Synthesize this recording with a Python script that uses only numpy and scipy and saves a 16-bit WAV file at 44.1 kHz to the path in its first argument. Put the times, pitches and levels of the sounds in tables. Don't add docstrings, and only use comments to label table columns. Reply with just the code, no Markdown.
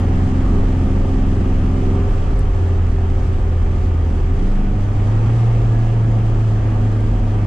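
import sys
import numpy as np
from scipy import signal
from scipy.fft import rfft, irfft, next_fast_len
from scipy.io import wavfile
from scipy.ndimage import uniform_filter1d, map_coordinates

SR = 44100
rng = np.random.default_rng(int(sys.argv[2]) if len(sys.argv) > 2 else 0)


def store_wav(level_fs):
    pcm = np.round(np.clip(np.atleast_2d(level_fs), -1, 1) * 32767)
    wavfile.write(sys.argv[1], SR, pcm.T.astype(np.int16))


def invert_db(x):
    u = np.asarray(x, float) / 20
    return 10 ** u


N = 328986
FIRINGS_PER_CYCLE = 4

# [t/s, firing f/Hz, firing level/dB, effort/dB]
ENGINE_RUN = [(0.0, 87.45, -18.5, 2), (1.75, 88.5, -20, 1), (2.05, 88.1, -17.5, 1.5),
              (2.3, 87.7, -24.5, 0.5), (2.75, 86.2, -15, -0.5), (3.3, 85.36, -19.5, -0.5),
              (4.0, 82.53, -16, -1), (4.2, 79.5, -23.5, -0.5), (4.32, 85.86, -17, -.5),
              (4.5, 98.1, -26.5, 0.5), (4.63, 99.9, -28.5, -1), (4.8, 98.1, -19, -.5),
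              (5.03, 101.6, -17, .5), (5.36, 115.2, -11, 2.5), (5.62, 112.9, -12, 1),
              (6.05, 111.1, -14.5, 0), (6.6, 107.8, -15.5, 0.5), (7.46, 102.7, -20, -.5)]
# [t/s, state: 0 pulling, 1 coasting, 2 clutch in and blip, 3 engine braking]
DRIVING_STATE = [(0, 0), (1.99, 0), (2.2, 1), (4.25, 1), (4.44, 2), (4.73, 2), (4.86, 3), (7.46, 3)]
# [order of the cycle, level/dB re state level]
PULLING_ORDERS = [(1, -14), (2, -4), (3, -20), (5, -13), (6, -10), (7, -15), (9, -9), (10, -19), (11, -15),
                  (13, -32), (14, -28), (15, -19), (16, -20), (17, -22), (19, -32), (20, -32)]
COASTING_ORDERS = [(1, -16), (2, -5), (3, -24), (5, -16), (6, -19), (7, -30), (9, -36), (10, -26),
                   (11, -26), (13, -33), (14, -34), (15, -36), (16, -32), (17, -40), (19, -29), (20, -32)]
BLIP_ORDERS = [(1, -8), (2, -13), (3, -28), (5, -33), (6, -16), (7, -26), (9, -21), (10, -25), (11, -33),
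               (13, -30), (14, -42), (15, -34), (16, -29), (17, -40), (19, -42), (20, -44)]
BRAKING_ORDERS = [(1, -13), (2, -13), (3, -26), (5, -25), (6, -29), (7, -19), (9, -19), (10, -30),
                  (11, -34), (13, -33), (14, -36), (15, -25), (16, -34), (17, -36), (19, -45), (20, -35)]
STATE_LEVEL_DB = [-20, -19, -17, -17]
STATE_FIRING_HZ = [88, 85.5, 100, 107.5]
RULED_ORDERS = [
    4,
    8,
    12,
    18,
    60,
]
# [order, level/dB]
HIGH_ORDERS = [(24, -49), (25, -53.5), (26, -58.5), (28, -54.5), (36, -56.5)]
# [t/s, length/s, panel level/dB, neighbour order level/dB]
PANEL_RATTLE = (1.914, 0.19, 11.2, 6)


def engine(t):
    rate_hz = columns(ENGINE_RUN, t)[0] * (1 + 0.0015 * drift(6, t))
    cycle = 2 * np.pi * np.cumsum(rate_hz) / SR / FIRINGS_PER_CYCLE
    slow = t[::128]
    firing_hz, firing_db, _ = columns(ENGINE_RUN, slow)
    state, = columns(DRIVING_STATE, slow)

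    levels = {}
    for rows in zip(PULLING_ORDERS, COASTING_ORDERS, BLIP_ORDERS, BRAKING_ORDERS):
        order = rows[0][0]
        state_db = [db + base_db for (_, db), base_db in zip(rows, STATE_LEVEL_DB)]
        usual_db = lift_db(order * np.array(STATE_FIRING_HZ) / FIRINGS_PER_CYCLE, CABIN_AIR_MODES)
        now_db = lift_db(order * firing_hz / FIRINGS_PER_CYCLE, CABIN_AIR_MODES)
        levels[order] = by_state(state, state_db) + now_db - by_state(state, usual_db)
    rattle_s, length_s, _, neighbour_db = PANEL_RATTLE
    for order in (17, 19):
        levels[order] += neighbour_db * swell(slow, rattle_s, length_s)
    levels.update(zip(RULED_ORDERS, ruled_levels(slow, firing_hz, firing_db, state)))
    levels.update(HIGH_ORDERS)

    tones = np.zeros((2, N))
    for order, db in levels.items():
        waver = order ** 0.31
        phase = order * cycle + 2 * np.pi * rng.random() + 0.082 * waver * drift(7, t)
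        hz = order * firing_hz.mean() / FIRINGS_PER_CYCLE
        apart = np.arccos(np.clip(read(PORT_LIKENESS, hz), -1, 1)) * np.array([[0.25], [-0.25]])
        gain = np.interp(t, slow, invert_db(db + 0.62 * waver * drift(16, slow)))
        tones += np.sqrt(2) * gain * np.cos(phase + apart)
    return tones, cycle


SECOND_MULTIPLE_DB = [-34.5, -40, -27, -40.5]
THIRD_MULTIPLE_DB = [-28.5, -42, -37, -38]
PANEL_STATE_DB = [-52, -47.5, -52, -52.5]
# [f/Hz, width/Hz, level/dB]
PANEL_RESONANCE = [(393.6, 51, 11.5)]
# [t/s, length/s, level/dB]
PANEL_QUIET = (2.27, 0.094, -6)
# [f/Hz, width/Hz, level/dB]
DYNAMO_MODES = [(1492, 19, 16.74), (1578, 16, 15), (1684, 46, 15)]


def ruled_levels(t, firing_hz, firing_db, state):
    *_, panel_hz, whine_hz = (order * firing_hz / FIRINGS_PER_CYCLE for order in RULED_ORDERS)
    rattle_s, rattle_length_s, rattle_db, _ = PANEL_RATTLE
    quiet_s, quiet_length_s, quiet_db = PANEL_QUIET
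    panel_db = by_state(state, PANEL_STATE_DB) + lift_db(panel_hz, PANEL_RESONANCE)
    panel_db += rattle_db * swell(t, rattle_s, rattle_length_s)
    panel_db += quiet_db * swell(t, quiet_s, quiet_length_s)
    whine_db = -66.5 + lift_db(whine_hz, DYNAMO_MODES)
    second_db, third_db = by_state(state, SECOND_MULTIPLE_DB), by_state(state, THIRD_MULTIPLE_DB)
    return firing_db, second_db, third_db, panel_db, whine_db


# [f/Hz, width/Hz, level/dB]
CABIN_AIR_MODES = [(185, 35, 1.5), (234.7, 17, 11), (404, 24, 4)]


def lift_db(hz, modes):
    return sum(db / (1 + (2 * (hz - f) / width) ** 2) for f, width, db in modes)


# [t/s, peak level/dB, length/s]
ROAD_BUMPS = [(0.205, -16.1, 0.15), (0.534, -14, 0.21), (0.637, -13, 0.15), (0.922, -15.1, 0.13),
              (1.025, -11, 0.05), (1.23, -15, 0.22), (1.324, -18, 0.04), (1.413, -15.3, 0.05),
              (1.552, -13, 0.11), (1.672, -18.5, 0.05), (1.884, -16.1, 0.07), (2.119, -13, 0.084),
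              (2.214, -18.5, 0.088), (2.42, -15.5, 0.33), (2.8, -16.8, 0.08), (2.915, -17.0, 0.07),
              (3.139, -14, 0.06), (3.268, -26, 0.083), (3.392, -18.5, 0.24), (3.637, -13, 0.06),
              (3.871, -23.5, 0.14), (4.803, -21, 0.05), (4.979, -19.5, 0.12), (5.178, -16, 0.094),
              (5.588, -15.5, 0.19), (5.771, -18, 0.3), (5.875, -20, 0.05), (6.115, -19.3, 0.093),
              (6.354, -15.5, 0.12), (7.149, -17, 0.18)]
# [f/Hz, width/Hz, level/dB]
CABIN_BOOM_MODES = [(29, 9.1, 7), (42.4, 10, 2.5), (21.6, 13, -3.5)]
# [t/s, f/Hz, level/dB]
DRIVELINE_SHUDDER = [(4.0, 33.93, -68.5), (4.1, 32.3, -24), (4.22, 31.3, -14.5), (4.3, 31.9, -19),
                     (4.39, 28.9, -14), (4.58, 26.24, -14), (4.72, 29, -14), (4.78, 30.5, -27),
                     (4.85, 29.8, -66.5)]


def boom(t):
    smooth_road_db, bump_spread, shortest_s = -22.5, 0.43, 0.048
    slow = t[::128]
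    power = invert_db(smooth_road_db) ** 2
    for s, db, length_s in ROAD_BUMPS:
        power = power + invert_db(db) ** 2 * swell(slow, s, bump_spread * max(length_s, shortest_s))
    level = np.interp(t, slow, np.sqrt(power))

    ring = 0
    for hz, width, db in CABIN_BOOM_MODES:
        ring = ring + invert_db(db) * evened(resonate(rng.standard_normal(N), np.full(N, hz), width))
    size = np.sqrt(uniform_filter1d(np.abs(ring) ** 2, 1500) + 0.05)
    ring = evened(ring / size) * np.sqrt(2)

    hz, db = columns(DRIVELINE_SHUDDER, t)
    shudder = np.sqrt(2) * invert_db(db) * np.exp(2j * np.pi * np.cumsum(hz) / SR)
    yielded_db = 13 * np.clip((db + 43) / 20, 0, 1)
    both = level * invert_db(-yielded_db) * ring + shudder
    return both.real + 0.04 * both.imag * np.array([[1], [-1]])


# [t/s, f/Hz, peak level/dB, t60/s]
BODY_KNOCKS = [(1.199, 1150, -29, .04), (4.05, 240, -26, .5), (4.28, 268, -25, .35), (4.3, 405, -32, .3),
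               (4.395, 3300, -45, .05)]


def knocks(t):
    out = np.zeros(N)
    for s, hz, db, t60_s in BODY_KNOCKS:
        u = np.clip(t - s, 0, 2)
        rise = 1 - np.exp(-u * hz / 4)
        out += invert_db(db - 60 * u / t60_s) * rise * np.sin(2 * np.pi * hz * u)
    return out


# [t/s, peak level/dB, left minus right/dB]
TRIM_TICKS = [(1.8997, -51, 1), (2.3902, -34.5, 3), (2.3954, -50, -4), (2.4074, -52, -4),
              (2.4874, -52.5, 4), (6.72, -56, -6), (7.006, -43, 0), (7.3183, -45.5, 3)]
# [f/Hz, width/Hz, level/dB]
TRIM_MODES = [(7900, 1200, 0), (10000, 900, -1), (13500, 1200, -19), (5200, 1200, -9)]


def ticks():
    length = 900
    out, t = np.zeros((2, N + length)), np.arange(length) / SR
    for s, peak_db, lean_db in TRIM_TICKS:
        burst = rng.standard_normal((2, length)) * invert_db(-60 * t / 0.02)
        ring = 0
        for hz, width, db in TRIM_MODES:
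            ring = ring + invert_db(db) * resonate(burst, np.full(length, hz), width).real
        gain = invert_db(peak_db + 0.5 + np.array([[lean_db / 2], [-lean_db / 2]]))
        start = round(s * SR)
        out[:, start:start + length] += gain * ring / np.abs(ring).max()
    return out[:, :N]


# [f/Hz, level/dB per Hz]
ROAR_SPECTRUM = [(250, -26.5), (430, -3.5), (553, -2.5), (617, -9.5), (742, -1.5), (835, -7.5), (908, -10),
                 (1060, -11), (1180, -7), (1420, -14.5), (1780, -14.5), (2070, -18.5), (3200, -24),
                 (4160, -51), (7040, -120)]


def roar(cycle, effort_db, throb):
    roar_db = -37 + effort_db
    noise = wash(ROAR_SPECTRUM, roar_db, patch_db=1.0, flicker_db=0.01, size=1024)
    return panels(noise * throb + clatter(cycle, roar_db - 7.5))


def clatter(cycle, level_db):
    pattern = uniform_filter1d(rng.standard_normal((2, 40, 2048)), 3, 1)
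    turns = cycle / (2 * np.pi)
    where = [turns / 5.5 % 39, turns % 1 * 2047]
    rattle = np.array([map_coordinates(p, where, order=1) for p in pattern])
    rattle[1] += 1.5 * rattle[0]
    size = next_fast_len(N)
    colour = invert_db(read(ROAR_SPECTRUM, np.fft.rfftfreq(size, 1 / SR)))
    return invert_db(level_db) * evened(irfft(rfft(rattle, size) * colour, size)[:, :N])


# [f/Hz, width/Hz, level/dB]
PANEL_LIFTS = [(740.6, 38, 3.5), (905, 56, 5), (1090, 63, -1), (540, 91, 0.5)]


def panels(x):
    lifted = x
    for hz, width, db in PANEL_LIFTS:
        lifted = lifted + (invert_db(db) - 1) * 2 * resonate(x, np.full(N, hz), width).real
    return lifted


# [f/Hz, level/dB]
DRUM_SPECTRUM = [(45, -11), (60, 0.5), (100, 2), (150, -7.5), (200, -8.5), (300, -11.5), (350, -16.5),
                 (410, -13.5), (450, -24), (600, -59), (900, -120)]
DRUM_OFFSET_DB = [0.2, 0.59, -0.5, -0.62]


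def drumming(t, effort_db):
    state, = columns(DRIVING_STATE, t)
    level_db = -24 + by_state(state, DRUM_OFFSET_DB) + 0.4 * effort_db + 0.6 * drift(3.5, t)
    return wash(DRUM_SPECTRUM, level_db, patch_db=0.03, flicker_db=1.46, size=2048)


# [f/Hz, level/dB per Hz]
HISS_SPECTRUM = [(1650, -22), (2800, -9), (3220, -5), (4280, -8.5), (4670, -8), (5590, -9), (7830, -11.5),
                 (8500, -17), (9900, -19.5), (10500, -22.5), (11300, -35), (12500, -35), (14200, -39.5),
                 (15000, -53.5), (22000, -120)]


def hiss(t, effort_db, throb):
    level_db = -54.5 + 1.1 * effort_db + 0.45 * drift(11, t)
    return wash(HISS_SPECTRUM, level_db, patch_db=0.5, flicker_db=0.43, size=512) * throb


# [f/Hz, correlation]
PORT_LIKENESS = [(60, 0.97), (96, 1.0), (150, 1), (250, 0.97), (400, 1), (630, 0.51), (1020, 0.23),
                 (1630, -0.081), (2610, 0.55), (4190, 0.41), (6720, -0.04), (10800, 0.17)]
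# [f/Hz, left minus right/dB]
PORT_LEAN = [(60, 1), (110, -0.5), (190, -3), (340, 1), (600, -0.5), (1070, -2.0), (1910, 0.5),
             (3400, -0.5), (6050, -4.5), (10800, 5)]
# [f/Hz, left lead/rad]
PORT_LEAD = [(0, 0), (430, 0.0), (780, -1.0), (1120, 0.4), (3270, -0.1), (4310, 0.4), (4650, 0.3),
             (5680, -3.6), (6290, -1.5), (7240, -2.1), (7670, -7.2), (8180, -9.7), (9300, -7.2),
             (10900, -7.1)]


def wash(spectrum, level_db, patch_db, flicker_db, size):
    hop, hz = size // 4, np.fft.rfftfreq(size, 1 / SR)
    frames = N // hop + 5
    a, b, c, d, patches = rng.standard_normal((frames, len(hz), 5)).T
    patches = uniform_filter1d(patches, size // 64, 0)
    patches = evened(uniform_filter1d(patches, 3072 // hop, 1))

    same = np.clip(read(PORT_LIKENESS, hz), -1, 1)[:, None]
    left = a + 1j * b
    right = same * left + np.sqrt(1 - same ** 2) * (c + 1j * d)
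    right = right * np.exp(-1j * read(PORT_LEAD, hz))[:, None]
    lean = invert_db(read(PORT_LEAN, hz) / 2)[:, None]

    flicker = flicker_db * drift(17, np.arange(frames) * hop / SR)
    shape = invert_db(read(spectrum, hz)[:, None] + patch_db * patches + flicker)
    bins = np.array([left * lean, right / lean]) * shape
    noise = signal.istft(bins, nperseg=size, noverlap=size - hop)[1][:, :N]
    return invert_db(level_db) * noise / np.sqrt(np.mean(noise.mean(0) ** 2))


def evened(x):
    return x / np.sqrt(np.mean(np.abs(x) ** 2) + 1e-20)


def read(points, hz):
    f, value = np.transpose(points)
    return np.interp(np.log(hz + 1), np.log(f + 1), value)


def columns(rows, t):
    s, *values = np.transpose(rows)
    return [np.interp(t, s, v) for v in values]


def by_state(state, values):
    return np.interp(state, range(len(values)), values)


def swell(t, s, length_s):
    return np.exp(-((t - s) / length_s) ** 2)


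def drift(fastest_hz, t):
    hz = np.geomspace(fastest_hz / 8, fastest_hz, 24)[:, None]
    grid = np.arange(0, N / SR + 0.1, 0.005)
    wave = np.sin(2 * np.pi * (hz * grid + rng.random(hz.shape))) / hz ** 0.38
    return np.interp(t, grid, evened(wave.sum(0)))


def resonate(x, hz, width):
    turn = np.exp(2j * np.pi * np.cumsum(hz) / SR)
    r = np.exp(-np.pi * width / SR)
    return turn * signal.lfilter([(1 - r) ** 2], [1, -2 * r, r * r], x / turn)


def scene():
    t = np.arange(N) / SR
    tones, cycle = engine(t)
    effort_db = columns(ENGINE_RUN, t)[-1]
    throb_db = 0.36 * np.cos(cycle) + 0.22 * np.cos(2 * cycle) + 0.16 * np.cos(FIRINGS_PER_CYCLE * cycle)
    throb = invert_db(throb_db)
    near = tones + boom(t) + knocks(t) + ticks()
    return near + roar(cycle, effort_db, throb) + drumming(t, effort_db) + hiss(t, effort_db, throb)


def low_pass(x):
    return signal.sosfilt(signal.butter(12, 14966, fs=SR, output="sos"), x)


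def record(dry):
    bass = signal.oaconvolve(dry, signal.firwin(3001, 150, fs=SR)[None], "same")
    power = uniform_filter1d(uniform_filter1d((bass ** 2).mean(0), 1200), 1200)
    power_db = 10 * np.log10(power + 1e-9)
    ducked = bass * invert_db(-0.55 * (power_db + 15.5) + np.array([[-0.2], [0.2]]))
    left_s = np.arange(N)[::-1] / SR
    settle = 1 - 0.6 * np.exp(-left_s / 0.002)
    mix = 0.75 * np.tanh(settle * (dry - bass + ducked) / 0.67)
    return low_pass(mix)


dry = scene()
out = record(dry)
store_wav(out)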